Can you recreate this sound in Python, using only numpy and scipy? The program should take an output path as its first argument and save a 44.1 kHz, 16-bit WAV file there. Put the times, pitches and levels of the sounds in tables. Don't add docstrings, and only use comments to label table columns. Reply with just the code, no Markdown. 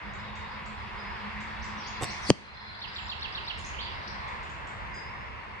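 import sys
import numpy as np
from scipy import signal
from scipy.io import wavfile
from scipy.ndimage import uniform_filter1d

SR = 44100
rng = np.random.default_rng(int(sys.argv[2]) if len(sys.argv) > 2 else 0)


def bounce(signal):
    frames = np.transpose(np.atleast_2d(signal))
    limited = np.clip(frames, -1, 1)
    pcm = np.round(limited * 32767).astype(np.int16)
    wavfile.write(sys.argv[1], SR, pcm)


N = 246959


def from_db(db):
    return 10 ** (np.asarray(db) / 20)


def rms_one(x):
    return x / np.sqrt(np.mean(x ** 2) + 1e-20)


def filtered(x, order, hz, kind="low"):
    return signal.sosfilt(signal.butter(order, hz, kind, fs=SR, output="sos"), x)


def in_time(rows):
    s, *columns = np.transpose(rows)
    return [np.interp(np.arange(N) / SR, s, column) for column in columns]


def at_hz(points, hz):
    point_hz, value = np.transpose(points)
    return np.interp(np.log(hz), np.log(point_hz), value)


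def drift(rate_hz):
    step = 40
    r = np.exp(-2 * np.pi * rate_hz * step / SR)
    white = rng.standard_normal(N // step + 2002)
    slow = signal.lfilter([1], [1, -2 * r, r * r], white)[2000:]
    return np.interp(np.arange(N) / step, np.arange(len(slow)), rms_one(slow))


def placed(x, pan_db, lead_ms):
    right = np.interp(np.arange(N) - lead_ms * SR / 1000, np.arange(N), x)
    return np.array([x * from_db(pan_db / 2), right * from_db(-pan_db / 2)])


def struck(times_s, blow_db, modes, sign, soft_hz, scrape_s=0):
    blows = np.full(N, 1e-18)
    blows[(np.array(times_s) * SR).astype(int)] = sign * from_db(blow_db)
    if scrape_s:
        r = np.exp(-1 / (scrape_s * SR))
        blows = signal.lfilter([np.sqrt(1 - r * r)], [1, -r], blows) * rng.standard_normal(N)
    blows = filtered(blows, 2, soft_hz)
    ringing = 0
    for hz, level_db, t60_s in modes:
        r = from_db(-60 / (t60_s * SR))
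        w = 2 * np.pi * hz / SR
        gain = from_db(level_db) * np.sin(w)
        ringing = ringing + signal.lfilter([0, gain], [1, -2 * r * np.cos(w), r * r], blows)
    return ringing


def forest(x):
    t60_s, scatter_s, leaf_cut_hz = 0.49, .01, 7600
    t = np.arange(SR) / SR
    build_up = np.clip(t / scatter_s, 0, 1)
    tail = rng.standard_normal((2, SR)) * from_db(-60 * t / t60_s) * build_up
    tail = filtered(tail, 1, leaf_cut_hz)
    unit_energy = tail / np.sqrt(np.sum(tail ** 2) / 2)
    return signal.fftconvolve(x[None], unit_energy, axes=1)[:, :N]


def road():
    # start_s, rumble_db, roar_db, drone_db, roar_left_lead_ms
    traffic = [(0, -43, -42.5, -51, 0.041), (.9, -44, -39.5, -49, 0.039), (1.8, -43, -38.5, -49, 0.032),
               (2.7, -42.5, -38, -49.5, 0.22), (3.6, -41.5, -39, -57.5, 0.3),
               (4.6, -42, -39.5, -58.5, 0.41), (5.6, -44, -43.5, -60.5, 0.48)]
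    # hz, level_db
    colour = [(15, -20), (25, -18), (59, 4), (178, -12), (214, -15), (244, -20.5), (342, -17), (694, -15.5),
              (925, 2), (1270, -7.5), (2080, -5), (5070, -34.5), (7310, -52.5), (11400, -47), (14000, -49)]
    # hz, left_minus_right_db
    balance = [(30, -17), (60, 0.5), (150, 1.5), (380, 3), (950, 0), (2380, 0), (5980, -4.5), (15000, 3.5)]
    # hz, likeness (0 to 1)
    likeness = [(25, 0.36), (45, 0.97), (100, 0.93), (250, 0.8), (600, 0.58), (1000, 0.052), (2000, 0.36),
                (4000, 0.51), (8000, 0.054)]
    rumble_top_hz, rumble_lead_ms = 700, .3
    drone_hz, drone_width_hz = 209.6, 14.8
    rumble_db, roar_db, drone_db, lead_ms = in_time(traffic)

    white = rng.standard_normal((2, 3, N))
    fixed = [placed(w[0], 0, rumble_lead_ms) for w in white]
    delay = np.round(lead_ms * SR / 1000).astype(int)
    delayed = np.clip(np.arange(N) - delay, 0, N - 1)
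    moving = [np.array([w[0], w[0][delayed]]) for w in white]

    layers = [0, 0]
    edges = 22 * 2 ** np.arange(0, 9.4, 1 / 3)
    for k, (low, high) in enumerate(zip(edges, edges[1:])):
        hz = np.sqrt(low * high)
        above = int(hz > rumble_top_hz)
        common = (fixed, moving)[above][k % 2]
        alike = np.clip(at_hz(likeness, hz), 0, 1)
        pair = np.sqrt(alike) * common + np.sqrt(1 - alike) * white[k % 2, 1:]
        band = filtered(pair, 2, [low, high], "band")
        tilt_db = at_hz(balance, hz) / 2 * np.array([[1], [-1]])
        level_db = at_hz(colour, hz) + tilt_db + 1.41 * drift(4.1)
        layers[above] = layers[above] + band * from_db(level_db)
    rumble, roar = (rms_one(layer) for layer in layers)

    drone_edges = [drone_hz - drone_width_hz / 2, drone_hz + drone_width_hz / 2]
    drone = rms_one(filtered(rng.standard_normal(N), 2, drone_edges, "band"))
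    drone = placed(from_db(drone_db) * drone, 0, rumble_lead_ms)
    return from_db(rumble_db) * rumble + from_db(roar_db) * roar + drone


def notes(rows, rough, rough_rate, warble_hz=0, warble_rate=0):
    out = np.zeros(N + SR)
    wobble = drift(28.0)
    for s, length_s, *pitch_hz, level_db in rows:
        u = np.linspace(0, 1, int(length_s * SR))
        at = int(s * SR)
        span = slice(at, at + len(u))
        hz = np.polyval(np.polyfit([0, .5, 1], pitch_hz, 2), u)
        hz += warble_hz * np.sin(2 * np.pi * warble_rate * length_s * u + wobble[span])
        tone = np.sin(2 * np.pi * np.cumsum(hz) / SR)
        envelope = np.sin(np.pi * u) ** 0.5
        out[span] += from_db(level_db + 2.5) * envelope * tone
    share = np.clip(rough, 0, 1)
    return out[:N] * (np.sqrt(1 - share) + np.sqrt(share) * drift(rough_rate))


def sung(calls, figure):
    return [(s + after, length, a, b, c, db + note_db)
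            for s, db in calls for after, length, a, b, c, note_db in figure]


def chorus(count=1600):
    # start_s, level_db
    haze = [(0, -61.5), (.6, -60), (1.3, -61), (2.6, -49.5), (3.6, -55.5), (4.2, -57), (4.8, -73),
            (5.6, -68)]
    low_hz, high_hz, slur_s = 3346, 5174, .025
    rows = []
    for when, height, slope, loudness in rng.random((count, 4)):
        hz = low_hz + (high_hz - low_hz) * height ** 1.4
        start_hz = hz * (1.16 - .32 * slope)
        end_hz = hz * (.84 + .32 * slope)
        rows.append((when * (N / SR - .1), slur_s, start_hz, hz, end_hz, 5 * loudness))
    level_db, = in_time(haze)
    return forest(from_db(level_db) * rms_one(notes(rows, 0.51, 100)))


def birds():
    # start_s, level_db
    chips = [(.132, -58.5), (.352, -57), (.657, -56.5), (1.402, -55), (1.637, -53), (4.277, -58),
             (4.428, -57.5), (4.493, -55), (4.668, -55), (4.94, -53.5)]
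    pips = [(2.445, -46), (2.478, -52), (2.502, -38.5), (2.54, -49), (2.566, -42), (2.587, -47),
            (2.625, -45), (2.655, -44), (2.672, -43), (2.69, -41), (2.72, -45), (2.75, -38), (2.83, -42),
            (2.87, -57), (2.905, -52)]
    warbles = [(1.762, -53.5), (2.003, -49), (2.207, -46)]
    upsweeps = [(1.612, -55.5), (1.854, -47), (2.092, -46.5)]
    twitters = [(3.573, -50), (3.645, -45.5)]
    # start_s, length_s, start_hz, end_hz, level_db
    whistles = [(0.02, 0.54, 3830, 3660, -68), (0.966, 0.084, 4980, 5030, -59),
                (1.045, 0.12, 5130, 5040, -67), (2.55, 0.069, 5000, 5160, -69),
                (2.596, 0.032, 5020, 5000, -56), (2.672, .09, 4940, 5040, -72),
                (2.93, 0.17, 7430, 7000, -65.5), (4.922, 0.11, 4960, 5010, -57.5),
                (5.0, 0.322, 5060, 5150, -72)]
    # after_s, length_s, start_hz, middle_hz, end_hz, level_db (added to the call's)
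    chip = [(0, .011, 4700, 6950, 8070, -2.5)]
    pip = [(0, .018, 4140, 4135, 4110, 0)]
    slur = [(.012, 0.036, 6110, 5600, 5050, -3), (.042, 0.015, 4480, 4890, 5070, -4),
            (.058, .014, 4100, 4500, 4950, 2.5), (.078, .012, 4040, 4430, 5000, 2.5)]
    upsweep = [(0.002, 0.0097, 4240, 4700, 5250, -3), (0.01, 0.014, 5080, 5800, 6430, 1.5),
               (0.023, 0.012, 6340, 6800, 7100, -8.5)]
    twitter = [(0, 0.0061, 4140, 5630, 6800, -0.5), (.008, 0.0099, 6940, 8340, 9560, -10.5),
               (.015, 0.006, 9600, 8600, 7300, -11), (0.017, 0.0131, 7560, 6700, 6360, -3)]
    held = [(s, length, a, (a + b) / 2, b, db) for s, length, a, b, db in whistles]
    singers = [   # sound, pan_db, wet_db
        (notes(sung(chips, chip), 0.089, 250), .1, 4),
        (notes(held, .1, 60), 1.8, 4),
        (notes(sung(pips, pip), .1, 60), 2, -4),
        (notes(sung(warbles, slur), 0.28, 300, warble_hz=150, warble_rate=160), 7, 5),
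        (notes(sung(upsweeps, upsweep), 0.15, 260), 8, 3),
        (notes(sung(twitters, twitter), .3, 280), 4, 2.5)]
    direct = sum(placed(x, pan_db, 0) for x, pan_db, wet_db in singers)
    wet = sum(x * from_db(wet_db) for x, pan_db, wet_db in singers)
    return direct + forest(wet)


def finch():
    # start_s, level_db
    repeats = [(2.803, -35), (2.946, -35), (3.08, -34), (3.207, -34.5), (3.336, -35), (3.462, -34.5)]
    # after_s, length_s, start_hz, middle_hz, end_hz, level_db (added to the repeat's)
    figure = [(-.013, 0.0106, 5230, 4800, 4260, -6), (-.002, 0.0115, 4430, 5360, 5670, -10),
              (0.012, 0.0154, 3480, 4003, 4800, 6.5), (.027, .007, 4700, 4100, 3600, -1),
              (0.032, 0.026, 3690, 2974, 2510, 5)]
    # start_s, length_s, start_hz, middle_hz, end_hz, level_db
    flourish = [(3.731, 0.021, 3240, 2930, 2530, -42), (3.781, 0.022, 2540, 3180, 3830, -32.5),
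                (3.799, 0.024, 3680, 4400, 4860, -37), (3.825, 0.03, 4850, 4600, 4100, -44),
                (3.848, 0.036, 4134, 3140, 2600, -37), (4.073, 0.011, 3850, 5110, 5960, -39.5),
                (4.085, 0.0085, 5800, 5000, 3500, -45)]
    flutter, shadow_hz, lead_ms = .03, 4150, .12
    song = notes(sung(repeats, figure), flutter, 150)
    ending = notes(flourish, flutter, 183)
    wet = from_db(-7) * song + from_db(-1) * ending
    heard = placed(song + ending, 0, lead_ms) + forest(wet)
    left = filtered(heard[0], 4, shadow_hz, "high")
    right = filtered(heard[1], 4, shadow_hz)
    return np.array([left, right]) + from_db(-47) * heard


def bow(swish_db=-44):
    # start_s, tick_db, thud_db, limb_kick (+1 or -1)
    slaps = [(2.0113, -46, -29.5, -1), (2.0151, -44, -31, -1), (2.0223, -29, -34, 1),
             (2.0248, -39, -23.5, 1), (2.0299, -29, -25, -1), (2.0341, -24, -39, 1),
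             (2.0369, -47, -25.5, -1), (2.0427, -22.5, -37, 1), (2.0505, -36, -35, -1),
             (2.058, -47, -46, 1)]
    # pitch_hz, level_db, t60_s
    tick_modes = [(3000, -6, .006), (3700, -4.5, 0.019), (4450, -5, 0.0055), (5400, -13, 0.0042),
                  (6200, -25, .004), (7500, -5, 0.0035), (7920, 2, 0.0074), (8600, -12, 0.004),
                  (11800, -7, 0.007)]
    # pitch_hz, level_db, t60_s
    thud_modes = [(109, -29, 0.044), (151, -11, 0.065), (215, -10, 0.042), (290, -17.5, 0.016),
                  (394, -7, 0.031), (525, -4, 0.016), (757, -5, 0.031), (903, -11, 0.026),
                  (1060, -8.5, 0.038)]
    s, tick_db, thud_db, kick = np.transpose(slaps)
    ticks = struck(s, tick_db, tick_modes, 0.82, soft_hz=11900, scrape_s=.0007)
    thuds = struck(s, thud_db, thud_modes, np.sign(kick), soft_hz=1810)
    air = rms_one(filtered(rng.standard_normal((2, N)), 1, [500, 9000], "band"))
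    swell = np.exp(-((np.arange(N) / SR - 2.032) / 0.019) ** 2)
    swish = from_db(swish_db) * swell * air
    wet = from_db(-13.5) * ticks + from_db(-12.5) * thuds
    return placed(ticks + thuds, -1.4, 0) + swish + forest(wet)


def flight_db():
    release_s, hit_s = 2.03, 2.303
    arrow_m_per_s, pass_m, vane_db = 44, 0.37, -34.5
    vane_beam = 1.33
    shiver_t60_s = 0.036
    t = np.arange(N) / SR
    nearing_db = -20 * vane_beam * np.log10(np.hypot(1, arrow_m_per_s * (hit_s - t) / pass_m))
    dying_db = -60 * (t - hit_s) / shiver_t60_s
    return vane_db + np.where(t < hit_s, nearing_db, dying_db) - 100 * (t < release_s)


def vane_hiss():
    hiss = filtered(rng.standard_normal((2, N)), 3, [4200, 9500], "band")
    return from_db(flight_db()) * rms_one(hiss)


def impact():
    # start_s, push_db, crack_db, push_softness_hz
    blows = [(2.2918, -32, -61, 190), (2.2957, -23.5, -61, 190), (2.29896, -18.5, -47, 150),
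             (2.30262, -40, -3, 560), (2.30266, -14.5, -40, 560), (2.3031, -40, -11, 560),
             (2.3048, -11.5, -30, 243), (2.30974, -14.5, -50, 150)]
    # pitch_hz, level_db, t60_s
    block_modes = [(191, 3, 0.055), (273, 11, 0.024), (458, 7.5, 0.014), (613, 17, 0.013), (840, 5, 0.016)]
    # pitch_hz, level_db, t60_s
    face_modes = [(1226, -7.5, 0.013), (1800, -15, 0.0074), (2040, -30, 0.0057), (2920, -22, 0.0091),
                  (3150, -3, 0.013), (4800, -5.5, 0.0053), (5400, -4, 0.0049), (6000, -9.5, 0.0081),
                  (7050, -4, 0.0031), (8400, -6, 0.0033), (14500, -21, 0.002)]
    s, push_db, crack_db, soft_hz = np.transpose(blows)
    push = sum(struck([at], db, block_modes, -1, hz) for at, db, hz in zip(s, push_db, soft_hz))
    push = filtered(push, 2, 96, "high")
    crack = struck(s, crack_db, face_modes, -1, soft_hz=6500)
    dull = filtered(crack, 2, 2200)
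    bright = crack - dull
    close = placed(push, 2.7, 0.04) + placed(dull, 0.88, 0.023) + placed(bright, 5.9, 0.052)
    return close + from_db(-16.0) * forest(crack) + from_db(-23.0) * forest(push)


def scene():
    return road() + chorus() + birds() + finch() + bow() + vane_hiss() + impact()


def gain_control(x, threshold_db=-24, share=0.78, attack_s=0.016, release_s=0.54):
    power = uniform_filter1d(np.mean(x ** 2, axis=0), size=256)
    excess_db = 10 * np.log10(power + 1e-12) - threshold_db
    cut_db = share * np.maximum(excess_db, 1e-3)
    t = np.arange(N) / SR / release_s
    held_db = np.exp(np.maximum.accumulate(np.log(cut_db) + t) - t)
    r = np.exp(-1 / (attack_s * SR))
    return x * from_db(-signal.lfilter([1 - r], [1, -r], held_db))


def record(dry):
    left = filtered(dry[0], 1, 99, "high")
    heard = gain_control(filtered(np.array([left, dry[1]]), 2, 31.2, "high"))
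    rounded = heard / (1 + np.abs(heard / 1.05) ** 6) ** (1 / 6)
    rolled = filtered(rounded, 6, 10720)
    return signal.sosfilt(signal.cheby2(12, 70, 16500, fs=SR, output="sos"), rolled)


dry = scene()
out = record(dry)
bounce(out)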